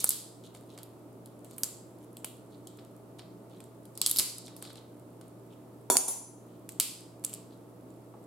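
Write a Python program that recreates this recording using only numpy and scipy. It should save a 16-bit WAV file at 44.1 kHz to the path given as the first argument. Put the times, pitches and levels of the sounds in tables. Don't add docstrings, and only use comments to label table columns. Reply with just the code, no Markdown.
import sys
import numpy as np
from scipy import signal
from scipy.fft import rfft, irfft
from scipy.io import wavfile
from scipy.ndimage import uniform_filter1d

SR = 44100
rng = np.random.default_rng(int(sys.argv[2]) if len(sys.argv) > 2 else 0)


def waveform_to_disk(signal):
    frames = np.transpose(np.atleast_2d(signal))
    scaled = np.clip(frames, -1, 1) * 32767
    samples = np.round(scaled).astype(np.int16)
    wavfile.write(sys.argv[1], SR, samples)


N = 364266


def from_db(db):
    return 10 ** (np.asarray(db) / 20)


def rms_one(x):
    return x / np.sqrt(np.mean(x ** 2) + 1e-20)


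def unit_energy(x):
    return x / np.sqrt(np.sum(x ** 2, axis=-1, keepdims=True) + 1e-20)


def band(x, low_hz, high_hz, order=2):
    sos = signal.butter(order, [low_hz, min(high_hz, .48 * SR)], "band", fs=SR, output="sos")
    return signal.sosfilt(sos, x)


def at_hz(points, hz, column=1):
    points = np.array(points)
    return np.interp(np.log(hz + 1e-9), np.log(points[:, 0]), points[:, column])


def add(out, start_s, sound):
    start = max(0, round(start_s * SR))
    out[:, start:start + sound.shape[1]] += sound[:, :N - start]


def stereo_noise(size, side_db):
    mid, side = rng.standard_normal((2, size))
    return mid + from_db(side_db) * side * np.array([[1], [-1]])


def ticks(size, per_s, spread_db):
    chance, sign = rng.random((2, size))
    strength = from_db(spread_db * np.minimum(rng.exponential(1, size), 3))
    return (chance < per_s / SR) * np.sign(sign - .5) * strength


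def click_with(spectrum, size=2048):
    hz = np.arange(size // 2 + 1) * SR / size
    cepstrum = irfft(np.log(from_db(at_hz(spectrum, hz))))
    cepstrum[1:size // 2] *= 2
    cepstrum[size // 2 + 1:] = 0
    return irfft(np.exp(rfft(cepstrum)))


def fracture(click, tear_ms, side_db=-11):
    ms = 1e3 * np.arange(1024) / SR
    tear = unit_energy(stereo_noise(len(ms), side_db) * np.exp(-ms / tear_ms))
    tear[:, 0] += .61 * np.exp(-2 * tear_ms)
    return np.linalg.norm(click) * unit_energy(signal.fftconvolve(tear, click[None], axes=1))


def struck(tones, scatter_db, phase_spread):
    t = np.arange(SR // 5) / SR
    out = np.zeros((2, len(t)))
    for hz, db, ring_s in tones:
        phase = np.pi * rng.integers(0, 2) + phase_spread * rng.standard_normal((2, 1))
        fade = from_db(db + scatter_db * rng.standard_normal() - 60 * t / ring_s)
        out += fade * np.sin(2 * np.pi * hz * t + phase)
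    return out


def room_air(level_db=-53.5):
    # pitch_hz, relative_db, side_db
    air_tone = [(25, -27, -12.5), (60, -12, -11), (98.2, -8, -4.5), (139.2, -0.5, -8.5), (338, 5, -12.5),
                (510, -2, -6.5), (910, -11.5, -5), (1260, -15, -1), (1630, -25.5, -2), (3266, -31, -1),
                (6220, -33.5, -1), (8000, -29.5, -1), (12250, -29.5, 1), (16000, -36, 1.5)]
    hz = np.arange(N // 2 + 1) * SR / N
    mid, side = rfft(rng.standard_normal((2, N))) * from_db(at_hz(air_tone, hz))
    side *= from_db(at_hz(air_tone, hz, column=2))
    return from_db(level_db) * rms_one(irfft(mid + side * np.array([[1], [-1]]), N))


def motor_hum(drift=.003):
    # pitch_hz, level_db
    hum_tones = [(118.8, -58.5), (178.2, -66.5), (237.6, -73.5), (297, -62.5), (415.8, -80), (594, -71.5),
                 (653.4, -68.5), (712.8, -85.5), (891, -76)]
    speed = 1 + drift * np.interp(np.arange(N) / SR, np.arange(10), rng.standard_normal(10))
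    motor_s = np.cumsum(speed) / SR
    return sum(from_db(db) * np.sqrt(2) * np.sin(2 * np.pi * (hz * motor_s + rng.random()))
               for hz, db in hum_tones)


def room_echo(x, build_s=.0012):
    # pitch_hz, level_db, ring_s (time to fade by 60 dB), side_db
    echo_bands = [(146.7, 0, 0.3, -3.5), (900, -2.5, 0.85, -4.5), (1484, -1, 0.52, -5.5),
                  (2480, -1.5, 0.47, -5.5), (4470, -2, 0.5, -4), (8300, -4.5, 0.48, -1.5),
                  (10800, -8.5, 0.42, 2), (15060, -3.5, 0.3, -0.5)]
    t, edges = np.arange(SR) / SR, np.geomspace(100, 18000, 14)
    response = 0
    for low, high in zip(edges, edges[1:]):
        hz = np.sqrt(low * high)
        level_db, ring_s, side_db = (at_hz(echo_bands, hz, column) for column in (1, 2, 3))
        envelope = from_db(-60 * t / ring_s) * (1 - np.exp(-t / build_s))
        tail = unit_energy(band(stereo_noise(len(t), side_db), low, high, order=3) * envelope)
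        response += from_db(level_db) * np.sqrt(2 * (high - low) / SR) * tail
    return signal.fftconvolve(x.mean(axis=0, keepdims=True), response, axes=1)[:, :N]


def meat_plops():
    # start_s, pitch_hz, level_db, ring_s
    plops = [(8.1397, 1133, -45.5, 0.042), (8.143, 840, -45.5, 0.047)]
    out = np.zeros((2, N))
    for start_s, hz, db, ring_s in plops:
        add(out, start_s, struck([(hz, db, ring_s)], scatter_db=4, phase_spread=.23))
    return out


def shell_rubbing(attack_s=.0064, release_s=.0057, width_hz=1400):
    # start_s, length_s, relative_db, rasp_hz, ticks_db (compared with the rasp)
    squeezes = [(0, 0.0022, -34, 3950, 8), (0.057, .034, -40, 4140, 7), (.431, 0.042, -57, 3700, -1.5),
                (.54, 0.036, -58.5, 4070, -2), (0.687, 0.067, -61, 3670, -3), (1.492, .057, -62.5, 4160, 0),
                (2.003, 0.042, -72, 3500, 3), (2.502, 0.05, -64, 3900, -5.5), (2.748, .05, -69, 3630, -1),
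                (3.182, .017, -52, 3800, -7), (3.492, 0.083, -63, 3500, -8), (4.165, .04, -59, 4400, -3),
                (4.447, 0.024, -50.5, 4200, 0), (4.612, 0.1, -53, 4100, -9), (4.767, 0.018, -54, 3830, 1.5),
                (5.5, .037, -65, 3200, -3), (6.481, 0.085, -72, 3390, -10), (7.267, 0.043, -60, 3180, 0),
                (7.504, 0.044, -63, 4000, -6), (7.875, .097, -80, 3700, -3)]
    out, t = np.zeros((2, N)), np.arange(SR // 4) / SR
    for start_s, length_s, db, rasp_hz, ticks_db in squeezes:
        pressure = np.clip(t / attack_s, 0, 1) * np.exp(-np.maximum(t - length_s, 0) / release_s)
        grit = ticks(len(t), per_s=760, spread_db=-.5) * stereo_noise(len(t), side_db=-5.5)
        rasp = rms_one(band(grit, rasp_hz - width_hz / 2, rasp_hz + width_hz / 2))
        grains = rms_one(band(ticks(len(t), per_s=350, spread_db=1), 5700, 11000))
        add(out, start_s, from_db(db - 6) * pressure * (rasp + from_db(ticks_db) * grains))
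    return out


def shell_click(bass_db, body_db, body_hz, wall_db, tilt_db, chip_hz):
    low_db = 5.5 - 10 * np.log10(1 + from_db(tilt_db) ** 2)
    high_db = low_db + tilt_db
    knock = [(40, bass_db + .5), (120, bass_db + 9), (300, bass_db + 16),
             (700, bass_db + 7.5), (1200, bass_db + 10.5), (1700, bass_db + 4.5)]
    body = [(.82 * body_hz, min(bass_db + 12, body_db - 2.5)), (body_hz, body_db),
            (4250, (body_db + wall_db) / 2)]
    wall = [(4800, wall_db), (5400, wall_db - 3), (6200, min(wall_db, low_db - 7.5))]
    treble = [(7700, low_db - .23 * tilt_db), (9500, low_db + .5 * tilt_db + .29), (11000, high_db - .3),
              (13000, high_db - 5), (14500, high_db - 8.5), (15500, high_db - 17.5)]
    click = click_with(sorted(knock + body + wall + treble))
    chip_ring = band(click, chip_hz - 500, chip_hz + 500, order=1)
    return click + from_db(-4) * chip_ring


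def shell_crumbs(crumbs_per_s=9.3, crumb_db=-46):
    # start_s, relative_db
    chips = [(.61, -36.5), (1.392, -40), (1.511, -26.5), (1.534, -33), (1.564, -34), (1.986, -39),
             (2.029, -40), (2.045, -38), (2.13, -36.5), (2.369, -38), (2.773, -36), (2.849, -36.5),
             (2.965, -38.5), (4.731, -32), (4.997, -38), (5.281, -37), (6.721, -27), (7.007, -28),
             (7.196, -41), (7.296, -23), (7.81, -46.5), (7.905, -40), (8.24, -42)]
    out = np.zeros((2, N))
    draws = rng.random((int(crumbs_per_s * N / SR), 2))
    crumbs = [(when * (N - 1) / SR, crumb_db + size - .5) for when, size in draws]
    for start_s, db in chips + crumbs:
        click = shell_click(bass_db=-14.5, body_db=-8, body_hz=3100, wall_db=-8.5,
                            tilt_db=rng.normal(0, 3), chip_hz=rng.uniform(7500, 12000))
        add(out, start_s, from_db(db) * fracture(click, tear_ms=.9))
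    return out


def hinge_rattle(fade_s=.0062):
    # pitch_hz, relative_db
    rattle_tone = [(100, -29), (1500, -24), (2200, -17), (2900, -26.5), (4400, -13.5), (5300, -14),
                   (6100, -4.5), (7300, 0.5), (8100, -3.5), (9500, 2), (10900, 0), (12000, -10.5),
                   (14500, -10.5), (16000, -23.5)]
    t = np.arange(SR // 5) / SR
    contacts = ticks(len(t), per_s=900, spread_db=.5) * np.exp(-t / fade_s)
    chatter = contacts * stereo_noise(len(t), side_db=-14.5)
    return unit_energy(signal.fftconvolve(chatter, click_with(rattle_tone)[None], axes=1))


def cracker_landing(split_hz=63.5):
    # start_s, ring_db, slope_db_per_octave, thud_db, clack_db
    landings = [(5.9006, -15, 0, -28.5, 3.5), (5.9193, -25.5, 5, -40.5, -10), (5.9553, -36, 0, -39, -16),
                (5.969, -16.5, -1, -55.5, 20), (6.0803, -29, -3.5, -52, -19),
                (6.0833, -24.5, 4, -47.5, -19)]
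    # pitch_hz, relative_db, ring_s
    arm_tones = [(4450, -18, .07), (5750, -14.5, 0.11), (6115, -12.5, .22), (7047, -5.5, 0.18),
                 (7413, -7, .17), (7600, -14, .08), (8651, 0, .11), (8893, -8, .1), (9415, -9, .13),
                 (9600, -8, 0.14), (9781, -7.5, .18), (9880, -7.5, 0.11), (10400, 2.5, .14),
                 (10750, -4.5, .14), (10920, -4.5, .14), (11080, -21, .12), (11750, -13, .1),
                 (12380, -17.5, .1), (13420, -10.5, .15), (14560, -13, .14)]
    # pitch_hz, relative_db, ring_s
    table_tones = [(140, -6.5, 0.092), (200, -4.5, .072), (268, 4.5, .06), (315, -8.5, .08),
                   (373, 1.5, .12), (500, -4.5, .078), (560, -7.5, .1), (655, 0.5, .13), (776, 2, .11),
                   (860, -4.5, 0.12), (958, 0, .12), (1050, -8.5, 0.095), (1110, -6, .12), (1270, -10, .1),
                   (1375, -6.5, .08), (1637, -23, .1), (2110, -15.5, .1), (2347, -14, .08),
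                   (3252, -18.5, 0.09), (3350, -5.5, 0.11), (3460, -5.5, 0.12), (3610, -5.5, 0.099),
                   (3747, -9, .09)]
    # pitch_hz, relative_db
    clack_tone = [(60, -15), (200, -8), (700, -8), (1300, -15), (2200, -10), (3500, -29.5), (4700, -3.5),
                  (6000, -13), (7200, 8), (9000, -2), (11000, 0), (13000, -19), (15500, -24)]
    knock_tone = [(885, 18.5, .007)]
    clack, metal, thud = np.zeros((3, 2, N))
    t = np.arange(SR // 4) / SR
    for start_s, ring_db, slope_db, thud_db, clack_db in landings:
        arms = [(hz, db + slope_db * np.log2(hz / 9000), ring_s) for hz, db, ring_s in arm_tones]
        neighbours = [(hz + split_hz * (k + rng.random() - .5), db, ring_s * .32)
                      for hz, db, ring_s in arms for k in (-2, -1, 1, 2)]
        contact = fracture(click_with(clack_tone), tear_ms=.85, side_db=-5.5)
        add(clack, start_s, from_db(clack_db) * contact)
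        ring = struck(arms + neighbours, scatter_db=3.5, phase_spread=1)
        add(metal, start_s, from_db(ring_db - 10) * ring)
        add(metal, start_s, from_db(ring_db + 18.5) * hinge_rattle())
        clatter = struck(table_tones, scatter_db=2, phase_spread=.089)
        knock = struck(knock_tone, scatter_db=2.5, phase_spread=.27)
        add(thud, start_s, from_db(thud_db) * (clatter + knock))
        burst = np.exp(-t / .0065) * stereo_noise(len(t), side_db=-6.5)
        add(thud, start_s, from_db(thud_db + 14.5) * band(burst, 170, 1350, order=3))
    clack *= from_db([[-3], [3]])
    return clack, metal, band(thud, 86, 9000)


def splinters(click, count=5):
    out = np.zeros((2, SR // 16))
    for delay_s, db in zip(rng.exponential(.0045, count), rng.normal(-15, 2.5, count)):
        add(out, min(delay_s, .03), from_db(db) * fracture(click, tear_ms=.3)[:, :256])
    return out


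def shell_breaks():
    # (treble_db is a relative level; bass, body and wall are compared with it)
    snaps = [(0.0093, -19, -21.5, -4.5, 3300, -2, 4, 17.5, 9500),
             (0.0423, 12, -18.5, -16, 3300, -12, 2.5, -4, 9000),
             (0.0915, 9.5, -30, -19.5, 3400, -8.5, 0.5, 0.5, 9000),
             (0.1056, -0.5, -23.5, -3.5, 3300, 0, 4, 8, 8000),
             (.832, -21.5, -30.5, -5, 3100, -5, 8, -1, 11500),
             (1.259, -26.5, -34.5, -2, 3100, -3, 3.5, 1, 9500),
             (1.446, -29.5, -12, -3, 3000, -6, -1, 8, 8000),
             (1.582, -15, -19, -11, 3000, -15, 6, 6.5, 12500),
             (1.634, 4, -21.5, -9.5, 3600, -3.5, 0, -0.5, 7500),
             (2.1694, -21.5, -24, -2.5, 2900, -9, -3, 2, 8200),
             (2.2454, -10.5, -17.5, 0, 2900, -8, 3, 3, 8700),
             (2.2475, -21.5, -23, -2, 2320, 1, 5, -3, 12800), (2.672, -23, -37, 4, 3100, 0, -3, 2, 8000),
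             (3.854, -30.5, -29.5, -7.5, 3100, -2.5, 2, 4, 9000),
             (3.953, -32.5, -17, 4.5, 3700, 3.5, -7, 5.5, 8000),
             (3.9754, -16, -19.5, -2.5, 3700, 4, -1, 2, 9500),
             (4.0155, 3.5, -20.5, 1, 3100, 6, -4.5, 1, 7600),
             (4.0626, 8, -24, -4, 3305, -1.5, 0, 3.5, 9200),
             (4.0707, -1, -23.5, -13.5, 3300, -12.5, -3, -6.5, 9800),
             (4.0788, -10, -26, -10.5, 3700, -4, 8.5, 0.5, 10500),
             (4.096, -2.5, -30.5, -19.5, 3700, -20, 3, 5, 9500),
             (4.1, -6, -36, -16.5, 3700, -14, 0.5, -3, 10000),
             (4.1124, 6.5, -30, -6, 3200, -9.5, 1, -1, 11800),
             (4.1611, -4.5, -22.5, 0, 3800, -3, 2.5, 11.5, 12000),
             (4.17, -2.5, -42.5, -1, 4000, 7, 11.5, -8, 11000),
             (4.186, 6.5, -27.5, -4, 3950, 1.5, 0.5, 8, 10500),
             (4.188, 3, -26.5, 3.5, 3950, 4, 6, -3, 9700), (4.1916, 2.5, -16.5, 5, 3700, 7, -1, -12, 10300),
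             (4.1955, 0.5, -24.5, 4, 3000, -2, 4.5, -6.5, 11000),
             (4.1968, 4, -18, -2, 2300, -1.5, -5, 1.5, 9700), (4.383, -16, -47, 6, 3800, 7, -5, 0, 11000),
             (4.565, -24, -18, -11, 3100, 0, 1, 7, 10500), (6.691, -16, -20, -6, 2400, -4, -3, 2, 8300),
             (6.7997, 10.5, -24.5, -5.5, 2480, 0, 1.5, 3, 8700),
             (7.2391, -22, -18, -7.5, 2900, -5.5, 2.5, 17.5, 8200),
             (7.248, 0.5, -34.5, -22, 3400, -11.5, -10.5, -8, 7600),
             (7.3305, -22, -15, 1.5, 2700, -1, -3, 5.5, 8500),
             (7.3379, -12, -37, -15, 2800, -7, -2, -13, 7900), (7.347, -21, -26, -13, 2800, 1, 1, 5, 8200)]
    # start_s, relative_db, treble_db (compared with the body)
    slips = [(0.549, -37.5, 3.5), (0.777, -34.5, -0.5), (0.787, -35, 0.5), (2.7871, -35.5, -16),
             (3.193, -31.5, -10), (3.6036, -39, 3), (3.64, -49, 11.5), (4.4806, -34.5, -2.5),
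             (4.625, -31.5, 9), (4.6507, -32, -12), (4.7031, -35.5, -9), (4.756, -35.5, -3.5),
             (5.212, -39.5, 0.5)]
    for start_s, db, bass_db, body_db, body_hz, wall_db, tilt_db, room_db, chip_hz in snaps:
        click = shell_click(bass_db, body_db, body_hz, wall_db, tilt_db, chip_hz)
        tear_ms = .5
        yield start_s, from_db(db - 2) * click, tear_ms, room_db
    for start_s, db, treble_db in slips:
        click = shell_click(bass_db=-2.5 - treble_db, body_db=5.5 - treble_db, body_hz=3460,
                            wall_db=3.5 - treble_db, tilt_db=-3, chip_hz=8800)
        tear_ms, room_db = 1.2 * 2 ** (-treble_db / 12), 3
        yield start_s, from_db(db + treble_db + 4.5) * click, tear_ms, room_db


def shell_cracking():
    # delay_ms, level_db
    bounces = [(1.28, -1.5), (3.1, -13)]
    near, to_room = np.zeros((2, N)), np.zeros((1, N))
    for start_s, click, tear_ms, room_db in shell_breaks():
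        add(to_room, start_s, from_db(room_db) * click[None])
        snap = fracture(click, tear_ms)
        add(near, start_s, snap)
        add(near, start_s, splinters(click))
        for delay_ms, bounce_db in bounces:
            path_ms = delay_ms * (1 + .22 * (rng.random() - .5))
            slanted = (snap + fracture(click, tear_ms)) / np.sqrt(2)
            add(near, start_s + path_ms * 1e-3, from_db(bounce_db) * slanted)
    return near, to_room


def gain_control(x, threshold_db=-28.5, slope=.35, release_db_per_s=16):
    power = uniform_filter1d(np.mean(x ** 2, axis=0), size=220)
    level_db = 10 * np.log10(np.maximum(power, 1e-12))
    needed_db = slope * np.maximum(level_db - threshold_db, 0)
    recovery_db = release_db_per_s * np.arange(N) / SR
    cut_db = np.maximum.accumulate(needed_db + recovery_db) - recovery_db
    return x * from_db(-uniform_filter1d(cut_db, size=64))


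def scene():
    snaps, to_room = shell_cracking()
    clack, metal, thud = cracker_landing()
    handling = shell_rubbing() + meat_plops() + shell_crumbs()
    echo = room_echo(to_room + from_db(-.5) * handling + from_db(-14.5) * clack
                     + from_db(7) * metal + from_db(-3) * thud)
    mix = snaps + handling + clack + metal + thud + echo + room_air() + motor_hum()
    return mix * from_db([[-.4], [.4]])


def record(dry, cutoff_hz=16000):
    rounded = .9 * np.tanh(gain_control(dry) / .78)
    return signal.sosfilt(signal.ellip(10, .2, 80, cutoff_hz, fs=SR, output="sos"), rounded)


dry = scene()
out = record(dry)
waveform_to_disk(out)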